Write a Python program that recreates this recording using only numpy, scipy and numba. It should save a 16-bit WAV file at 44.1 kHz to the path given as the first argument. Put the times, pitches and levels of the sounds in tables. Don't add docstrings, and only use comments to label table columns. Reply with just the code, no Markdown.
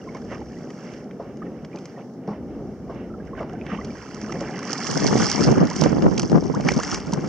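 import sys
import numpy as np
from scipy import signal
from scipy.fft import rfft, irfft
from scipy.io import wavfile
from scipy.ndimage import uniform_filter1d, map_coordinates
from numba import njit

SR = 44100
rng = np.random.default_rng(int(sys.argv[2]) if len(sys.argv) > 2 else 0)


def put_to_file(sound):
    columns = np.atleast_2d(sound).T
    safe = np.clip(columns, -1, 1)
    whole_steps = np.round(safe * 32767)
    wavfile.write(sys.argv[1], SR, whole_steps.astype(np.int16))


def undo_db(level):
    steps = np.asarray(level, float) / 20
    return 10 ** steps


N = 321048
T = np.arange(N) / SR

# time in seconds, level in dB.
STEADY_WIND = [(4.2, -71), (4.8, -50.5), (5.1, -26.5), (5.3, -34), (5.55, -27), (5.72, -31), (6, -25),
               (6.3, -35), (6.6, -29.5), (7, -38.5), (7.28, -30)]
# centre in seconds, buffet level in dB, length in seconds.
GUSTS = [(4.91, -25, .042), (4.965, -23.5, 0.041), (5.037, -23.5, .099), (5.174, -19, 0.2),
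         (5.24, -29, .02), (5.346, -22.5, 0.02), (5.413, -15.5, 0.031), (5.464, -16.5, 0.14),
         (5.517, -13.5, 0.033), (5.58, -15, 0.028), (5.63, -14.5, 0.077), (5.764, -22, 0.019),
         (5.818, -19, 0.042), (5.863, -20, 0.055), (5.962, -20.5, 0.13), (6.065, -13.5, 0.099),
         (6.166, -25, 0.089), (6.245, -23.5, 0.049), (6.352, -12, 0.082), (6.443, -22.5, 0.074),
         (6.509, -21.5, .029), (6.573, -27, .02), (6.67, -18, 0.05), (6.721, -25, 0.015),
         (6.772, -15.5, 0.019), (6.932, -23, 0.026), (7.085, -33.5, 0.059), (7.136, -20.5, 0.017),
         (7.187, -23, 0.018)]
# frequency in Hz, relative gain in dB.
BUFFET_COLOUR = [(41, -50), (70, -16.5), (156, 6.5), (231, 2), (270, 1.5), (306, 1), (373, -2.5),
                 (600, -21), (780, -21), (1320, -120)]
# frequency in Hz, relative gain in dB.
RASP_COLOUR = [(250, -23), (450, 2.5), (800, -4), (1200, -9.5), (2000, -22.5), (3000, -33.5), (4500, -53)]
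# start in seconds, peak in dB before panning.
SLAPS = [(5.061, -12.5), (5.155, -4.5), (5.204, -12.5), (5.402, -18.5), (5.578, -12), (5.628, -4.5),
         (5.969, -10), (6.024, -14), (6.064, -8.5), (6.09, -15), (6.319, -7), (6.329, -6), (6.375, -5),
         (6.426, -14.5), (6.717, -14)]
# time in seconds, level in dB before its random wander.
BREEZE = [(0, -46.5), (.38, -42), (.69, -57), (1.64, -49), (1.74, -60), (2.13, -69), (2.41, -44.5),
          (3.85, -43.5), (4.1, -49), (4.45, -44), (4.62, -60), (5.21, -44), (5.49, -39), (5.74, -49.5),
          (5.9, -36.5), (7.28, -46)]
# frequency in Hz, relative gain in dB.
BREEZE_COLOUR = [(15, -38.5), (30, -28.5), (50, -4), (75, -4), (100, -6.5), (140, -14.5), (250, -69.5)]
# time in seconds, fizz level in dB, gurgle over fizz in dB.
WASH = [(0, -56.5, 4), (.55, -56, 4.5), (.94, -52.5, 2.5), (1.07, -62, 6.5), (1.7, -62.5, 6), (1.8, -56, 3),
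        (2.1, -61.5, 5), (2.25, -67, 10), (2.62, -61.5, 4.5), (3.5, -64, 10), (3.97, -50.5, 3),
        (4.62, -48.5, 9.5), (4.87, -35, 0), (5.33, -32, -0.5), (5.62, -44.5, 7.5), (6.05, -46, 1.5),
        (6.2, -45, -4.5), (6.6, -49, 1.5), (6.77, -40, 0.5), (6.95, -34.5, 0), (7.01, -47.5, 3.5)]
# centre in seconds, fizz in dB, length in seconds, gurgle over fizz in dB.
SPLASHES = [(0.172, -59.5, 0.017, 12), (0.339, -55, 0.066, 11.5), (1.459, -72, 0.053, 19),
            (1.73, -69.5, 0.043, 16), (1.999, -67.5, 0.054, 18), (2.306, -63, 0.11, 12),
            (2.918, -66.5, .08, 9.5), (3.276, -63, .04, 14), (3.388, -58, 0.069, 14.5),
            (3.521, -63, .08, 11.5), (3.731, -56, 0.12, 15), (4.714, -48, .08, -7),
            (5.069, -30, 0.036, -3.5), (5.208, -31.5, 0.11, 0.5), (5.445, -34, 0.073, -9),
            (5.817, -35.5, 0.15, -6), (6.69, -38, 0.091, 6)]
# time in seconds, fizz left minus right in dB,
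# delay of the fizz at the right port in samples, gurgle left minus right in dB.
BEARING = [(0, -2, 1.1, -5.5), (3.5, -2, 1.4, -7), (3.9, -3.5, 1.4, -7), (4.7, -10.5, 1.4, -2),
           (5.05, -7, 1.17, 0.5), (6, -6.5, 1.2, 0), (6.5, 0, .6, -1.5)]
# frequency in Hz, relative gain in dB.
FIZZ_COLOUR = [(2800, -15), (3300, -8.5), (3800, -25), (4400, -10), (5300, -1), (5700, -1), (7000, -10),
               (8500, -11.5), (11000, -16.5), (16000, -21.5)]
# frequency in Hz, relative gain in dB.
GURGLE_COLOUR = [(440, -33.5), (750, -4), (912, -7), (1050, -4), (1990, -2.5), (2480, -4.5), (2960, -8),
                 (3400, -18.5), (4000, -25.5), (5200, -38), (8800, -120)]
# start in seconds, overall gain in dB, body gain in dB, snap gain in dB,
# the last two on top of the overall gain.
TICKS = [(0.1475, -37.5, 0, -9), (0.3165, -47, 8, -9), (0.381, -42, -6, -9), (0.7035, -39, 2, -9),
         (0.9367, -41, 6, -9), (1.1104, -53, 18.5, -9), (1.3708, -44, -2, -3), (1.6477, -38.5, 5, -8),
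         (1.7595, -35, -5, -3), (1.7873, -35, -8, -9), (1.8554, -33, -3, -4), (2.276, -44, 2, -7),
         (3.4286, -47, 10, 2), (3.495, -47, 11, 4), (3.5326, -45, -2, -3), (3.665, -41, 12, -9),
         (3.8471, -31.5, -6, -9), (4.145, -29.5, -12, -9), (4.215, -29.5, -1, -10), (4.3222, -28, 4, -3),
         (4.4068, -28, -4, -9), (4.59, -29, -11, -9), (4.629, -32.5, -8, -9), (4.6752, -29, -14, -3),
         (4.7057, -23, -12, 2), (4.7306, -13, -19, -2), (4.78, -22, -20, -6), (4.8678, -19, -4, -12),
         (4.9117, -14, -14.5, -13), (4.9746, -13, -22, 2), (5.176, -17.5, -9, -12), (5.298, -12, -17, -12),
         (5.315, -9.5, -24, 3), (5.3258, -19, -17.5, 6.5), (5.408, -19, -13, -3), (5.4375, -13, -31, -7),
         (5.518, -20.5, -17.5, -12), (5.671, -24, -26, -8), (5.7002, -21.5, -17, -9),
         (5.7623, -21, -14, -8), (5.812, -13.5, -25, 2), (5.837, -16.5, -5, 4), (6.0222, -28, 4.5, 4),
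         (6.178, -15, -9.5, -5), (6.195, -12.5, -6, -3), (6.2181, -21.5, -19.5, -4), (6.2296, -23, -3, -8),
         (6.2973, -26.5, -5, 8), (6.3162, -29, 1, 10.5), (6.439, -29.5, -19.5, -11),
         (6.548, -25.5, -20, -8), (6.608, -28, -1, -12), (6.686, -14.5, 4.5, 2), (6.72, -18.5, -12.5, 8),
         (6.738, -20, -16, -7), (6.7717, -33, -12.5, 12), (6.799, -21.5, -8, -2.5), (6.833, -18.5, -1, -6),
         (6.915, -17.5, -6, -9), (6.9445, -15, -3, -9), (7.001, -30, -12.5, 12.5), (7.0693, -30.5, -17, 10),
         (7.122, -24.5, -23, 7), (7.1348, -14.5, -11, -1.5)]
# start in seconds, peak in dB before panning, first pitch in Hz, final over first pitch.
BUBBLES = [(.015, -46.5, 2830, 1.02), (0.074, -36.5, 1030, 1.05), (.088, -38.5, 2100, 1.2),
           (.15, -39, 2150, 1.1), (.3, -42, 1890, 1.2), (.567, -46, 1900, 1.2), (.698, -45, 1870, 1.1),
           (.148, -32.5, 1050, 0.93), (0.413, -34, 897, 0.66), (1.419, -32, 1180, 1.25),
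           (1.425, -39.5, 1890, 0.66), (1.465, -46, 1900, 0.88), (1.73, -42, 2370, 1.05),
           (1.773, -36, 2440, 1.1), (1.854, -47, 2080, 1.02), (1.965, -46.5, 1880, 0.94),
           (2.893, -38, 1050, 0.94), (3.1, -45.5, 1350, 0.91), (3.2, -45, 1590, 1.1),
           (3.139, -38, 1344, 0.93), (3.332, -32.5, 1090, 0.92), (3.38, -33, 1500, 1.2),
           (3.395, -36, 2230, 0.91), (3.505, -46, 1350, 1.2), (3.535, -31.5, 740, 0.9),
           (3.553, -43, 1530, 1.01), (3.613, -30.5, 2420, 1.16), (3.716, -28, 1260, .83),
           (3.775, -41, 2970, 1.1), (3.786, -30.5, 1080, 1.3), (3.812, -33.5, 2000, 0.97),
           (3.904, -40, 2370, 0.92), (3.97, -44, 1880, 1.05), (4.294, -31, 1293, 0.84),
           (5.711, -28, 906, 1.7), (6.176, -24, 2300, 1.5), (6.539, -25.5, 854, 4), (6.688, -5, 1980, 1.5),
           (6.79, -24.5, 870, 4), (6.832, -26, 1493, 2), (6.926, -22, 1297, 1.1), (6.955, -31, 1900, 1.1),
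           (7.13, -20, 934, 1.1)]
# start in seconds, strength in dB, centre of the excited modes in Hz.
KNOCKS = [(.149, -32, 400), (.311, -28.5, 606), (1.195, -26.5, 500), (1.626, -36, 250), (1.739, -26.5, 347),
          (1.97, -32.5, 500), (2.274, -18, 335), (2.305, -27, 218), (2.893, -31.5, 895), (3.37, -33, 806),
          (3.402, -21.5, 460), (3.719, -21, 300), (4.341, -27, 500), (4.409, -21, 388)]
# frequency in Hz, relative strength in dB.
HULL = [(160, 11), (205, 6.5), (270, -10.5), (335, -7), (435, -4), (550, -3), (680, -4), (850, -42),
        (1050, -7)]
# frequency in Hz, relative gain in dB.
SLOSH_COLOUR = [(300, -33.5), (600, 12.5), (1200, 4), (2400, -30.5), (4000, -30), (5500, -18.5),
                (8000, -66)]
# time in seconds, level in dB before its random surge.
SWELL = [(0, -35), (.57, -37), (1.39, -35), (2.74, -34.5), (3.58, -32.5), (4.13, -35), (4.37, -31),
         (4.75, -33.5)]
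# frequency in Hz, relative gain in dB.
SWELL_COLOUR = [(35, -45), (60, -33.5), (129, -6.5), (219, 0.5), (304, -6), (428, -7), (789, -19.5),
                (990, -30.5), (1240, -30), (1800, -41.5), (2340, -59.5), (3960, -120)]
# frequency in Hz, relative gain in dB.
HISS_COLOUR = [(2000, -6.5), (4000, -1), (9000, -8.5), (12000, -10), (15500, -7.5)]
# frequency in Hz, gain in dB.
MICROPHONE = [(6500, -0.5), (8000, -8.5), (9500, -17), (11000, -26), (13500, -37.5), (16000, -41)]
# centre in Hz, width in Hz.
NOTCHES = [(2500, 190), (5000, 60), (7500, 60)]

RASP_DB, RASP_FADE_DB_PER_S = -7, -4
GUST_PAN_DB, SLAP_PAN_DB = 4.5, 13
TICK_HZ, TICK_SPREAD = 5550, 0.046
SNAP_FADE_S = 0.0056
STRAY_TICK_DB, STRAY_SPREAD_DB = 11, 1.5
STRAY_BODY_DB, STRAY_SNAP_DB = -7.5, -3
BUBBLE_CYCLES, CYCLES_LOST_PER_DB = 43, 1.67
RISING_LASTS = .5
KNOCK_T60_S = 0.1
HISS_DB = -71


def unit(x):
    return x / np.sqrt(np.mean(x ** 2))


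def colour(x, table, size=2048):
    hz, db = np.transpose(table)
    f = np.maximum(np.arange(size // 2 + 1), 1e-3) * SR / size
    cepstrum = irfft(np.log(undo_db(np.interp(np.log(f), np.log(hz), db))))
    cepstrum[1:size // 2] *= 2
    cepstrum[size // 2 + 1:] = 0
    taps = irfft(np.exp(rfft(cepstrum)))
    taps = taps.reshape((1,) * (x.ndim - 1) + (-1,))
    return signal.fftconvolve(x, taps, axes=-1)[..., :x.shape[-1]]


def walk(rate):
    hold = int(SR / rate)
    steps = np.repeat(rng.standard_normal(N // hold + 1), hold)
    return unit(uniform_filter1d(uniform_filter1d(steps, hold), hold)[:N])


def curves(rows):
    s, *columns = np.transpose(rows)
    return [np.interp(T, s, column) for column in columns]


def pan(db):
    return undo_db(np.array([db, -db]) / 2)


def pair(alike):
    both, left, right = rng.standard_normal((3, N))
    alike = np.clip(alike, 0, 1)
    return np.sqrt(alike) * both + np.sqrt(1 - alike) * np.array([left, right])


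def bump(s, length):
    near = slice(max(int((s - .2) * SR), 0), int((s + .2) * SR))
    out = np.zeros(N)
    out[near] = np.exp(-((T[near] - s) / (0.34 * length)) ** 2)
    return out


@njit
def rings(n, rows, hold):
    out = np.zeros((2, n))
    for s, hz, t60, glide, rise, left, right in [(r[0], r[1], r[2], r[3], r[4], r[5], r[6]) for r in rows]:
        start, phase, count = int(s * SR), 0., int(t60 * SR)
        for i in range(max(0, -start), min(count, n - start)):
            phase += 2 * np.pi * hz * glide ** (i / count) / SR
            fade = 1e-3 ** ((i / count) ** hold)
            attack = np.sin(np.pi / 2 * min(i / (rise * SR), 1.)) ** 2
            v = np.sin(phase) * fade * attack
            out[0, start + i] += left * v
            out[1, start + i] += right * v
    return out


def wind():
    steady_db, = curves(STEADY_WIND)
    steady = undo_db(2 * steady_db)
    puffs = np.zeros((2, N))
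    for s, db, length in GUSTS:
        side = pan(2 * GUST_PAN_DB * rng.standard_normal())[:, None]
        puffs += undo_db(2 * db) * bump(s, length) * side
    buffet_power = steady + puffs
    rasp_db = RASP_DB + RASP_FADE_DB_PER_S * (T - 5.5)
    rasp_power = undo_db(2 * -8.) * steady + undo_db(2 * rasp_db) * puffs
    flutter = undo_db(2.6 * np.array([walk(45.), walk(45.)]))
    buffet = unit(colour(flutter * pair(0.072), BUFFET_COLOUR))
    rasp = unit(colour((0.35 + np.abs(buffet) ** 2.0) * pair(0), RASP_COLOUR))
    return np.sqrt(2 * buffet_power) * buffet + np.sqrt(2 * rasp_power) * rasp


def slaps():
    out, t = np.zeros((2, N)), np.arange(512) / SR
    swing = np.sin(2 * np.pi * 480 * t * np.exp(-t / 0.0071))
    push = swing * np.exp(-t / 0.0011) * (1 - np.exp(-(t / 0.00076) ** 2))
    push /= push.max()
    for s, peak_db in SLAPS:
        sign = np.sign(rng.standard_normal((2, 1)))
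        side = pan(SLAP_PAN_DB * rng.standard_normal())[:, None]
        i = int(s * SR)
        out[:, i:i + len(t)] += undo_db(peak_db) * side * sign * push
    return out


def wash_levels():
    fizz_db, over_db = curves(WASH)
    power = undo_db(2 * np.array([fizz_db, fizz_db + over_db]))
    for s, db, length, gurgle_db in SPLASHES:
        power += undo_db(2 * np.array([[db], [db + gurgle_db]])) * bump(s, length)
    return 10 * np.log10(power)


def froth(rate, low_hz, octaves, cycles, spread_db, pan_db):
    at, pitch, size, side = rng.random((int(rate * N / SR), 4)).T
    s = at * N / SR
    hz = low_hz * 2 ** (octaves * pitch)
    left, right = undo_db(-spread_db * np.log(1.01 - size)) * pan(pan_db * (2 * side - 1))
    rows = np.transpose([s, hz, cycles / hz, 1.324 + 0 * hz, 1.9 / hz, left, right])
    return unit(rings(N, rows, 1.))


def wash():
    fizz_db, gurgle_db = wash_levels()
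    fizz_pan_db, late, gurgle_pan_db = curves(BEARING)
    near = np.clip((fizz_db + 68) / 26, .15, 1)
    foam = pair(0.19 + 0.34 * near) * undo_db(near * walk(30.))
    foam += 0.82 * near * froth(900., 3500.0, 1.51, 22., 3.9, 4.)
    foam[1] = map_coordinates(foam[1], [np.arange(N) - late], mode="mirror")
    fizz = unit(colour(foam, FIZZ_COLOUR))
    lively = np.clip((gurgle_db + 64) / 18, .15, 1)
    lapping = undo_db(3.6 * walk(15.0)) * pair(0.87)
    lapping += 0.69 * lively * froth(350., 690.0, 2.244, 26.0, 1.46, 3.8)
    lapping[0] = np.roll(lapping[0], 1)
    gurgle = pan(gurgle_pan_db) * unit(colour(lapping, GURGLE_COLOUR))
    return undo_db(fizz_db) * pan(fizz_pan_db) * fizz + undo_db(gurgle_db) * gurgle


def ticks():
    out, t = np.zeros((2, N + 1024)), np.arange(1024) / SR
    pan_db = curves(BEARING)[0]
    fizz_db = wash_levels()[0]
    busy = np.cumsum(undo_db(fizz_db / 3))
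    at = np.interp(rng.random(40), busy / busy[-1], T)
    stray_db = np.interp(at, T, fizz_db) + STRAY_TICK_DB + STRAY_SPREAD_DB * rng.standard_normal(40)
    strays = [(s, db, STRAY_BODY_DB, STRAY_SNAP_DB) for s, db in zip(at, stray_db)]
    for s, gain_db, body_db, snap_db in TICKS + strays:
        hz = TICK_HZ * np.exp(TICK_SPREAD * rng.standard_normal())
        burst = rng.standard_normal(len(t)) * 0.00066 ** (t / 0.023)
        ring = signal.lfilter(*signal.iirpeak(hz, 5., fs=SR), burst)
        top = colour(burst, FIZZ_COLOUR, size=256)
        body = colour(burst, GURGLE_COLOUR, size=256)
        snap = np.diff(burst * 1e-3 ** (t / SNAP_FADE_S), prepend=0)
        shares = [.65, .5, undo_db(body_db), undo_db(snap_db)]
        tick = sum(share * part / np.abs(part).max() for share, part in zip(shares, [ring, top, body, snap]))
        i = int(s * SR)
        both = np.array([tick, np.roll(tick, 1)])
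        out[:, i:i + len(t)] += undo_db(gain_db) * pan(pan_db[i])[:, None] * both
    return out[:, :N]


def bubbles():
    s, peak_db, hz, glide = np.transpose(BUBBLES)
    cycles = np.clip(BUBBLE_CYCLES - CYCLES_LOST_PER_DB * (peak_db + 37), 8, 80)
    t60 = cycles * glide ** RISING_LASTS / hz
    left, right = undo_db(peak_db) * pan(-4.0)[:, None]
    return rings(N, np.transpose([s, hz, t60, glide, 1.5 / hz, left, right]), 2.)


def knocks():
    hz, db = np.transpose(HULL)
    rows, slosh = [], np.zeros(N)
    same = np.ones(len(hz))
    t60 = KNOCK_T60_S * (300 / hz) ** 0.44
    for s, peak_db, centre_hz in KNOCKS:
        late, off = rng.standard_normal((2, len(hz)))
        gain = undo_db(db - 17.0 * np.log2(hz / centre_hz) ** 2)
        gain = undo_db(peak_db) * gain / np.sqrt(np.sum(gain ** 2))
        start, pitch = s + 0.00304 * np.abs(late), hz * (1 + .02 * off)
        rows += list(np.transpose([start, pitch, t60, same, 0.0021 * same, gain, gain]))
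        rise = np.clip((T - s) / 0.0094, 0, 1)
        fade = 0.0012 ** (np.abs(T - s) / (2.42 * KNOCK_T60_S))
        slosh += undo_db(peak_db) * centre_hz / 400 * rise * fade
    water = unit(colour(pair(0.97), SLOSH_COLOUR))
    return rings(N, np.array(rows), 1.38) + undo_db(-10.5) * slosh * water


def swell():
    level_db, = curves(SWELL)
    surge_db = 1.5 * walk(14.)
    return undo_db(level_db + surge_db) * unit(colour(pair(0.98), SWELL_COLOUR))


def breeze():
    level_db, = curves(BREEZE)
    wander_db = 1.3 * walk(6.2)
    return undo_db(level_db + wander_db) * unit(colour(pair(0.74), BREEZE_COLOUR))


def scene():
    return wind() + slaps() + wash() + ticks() + bubbles() + knocks() + swell() + breeze()


def band_limit(x):
    return signal.sosfilt(signal.butter(12, 15830, fs=SR, output="sos"), x)


def record(dry):
    x = signal.sosfilt(signal.butter(1, 45, "high", fs=SR, output="sos"), dry)
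    x = np.tanh(x)
    x = colour(x, MICROPHONE, size=256)
    x = x + undo_db(HISS_DB) * unit(colour(pair(0), HISS_COLOUR))
    for hz, width in NOTCHES:
        x = signal.lfilter(*signal.iirnotch(hz, hz / width, fs=SR), x)
    return band_limit(x)


dry = scene()
out = record(dry)
put_to_file(out)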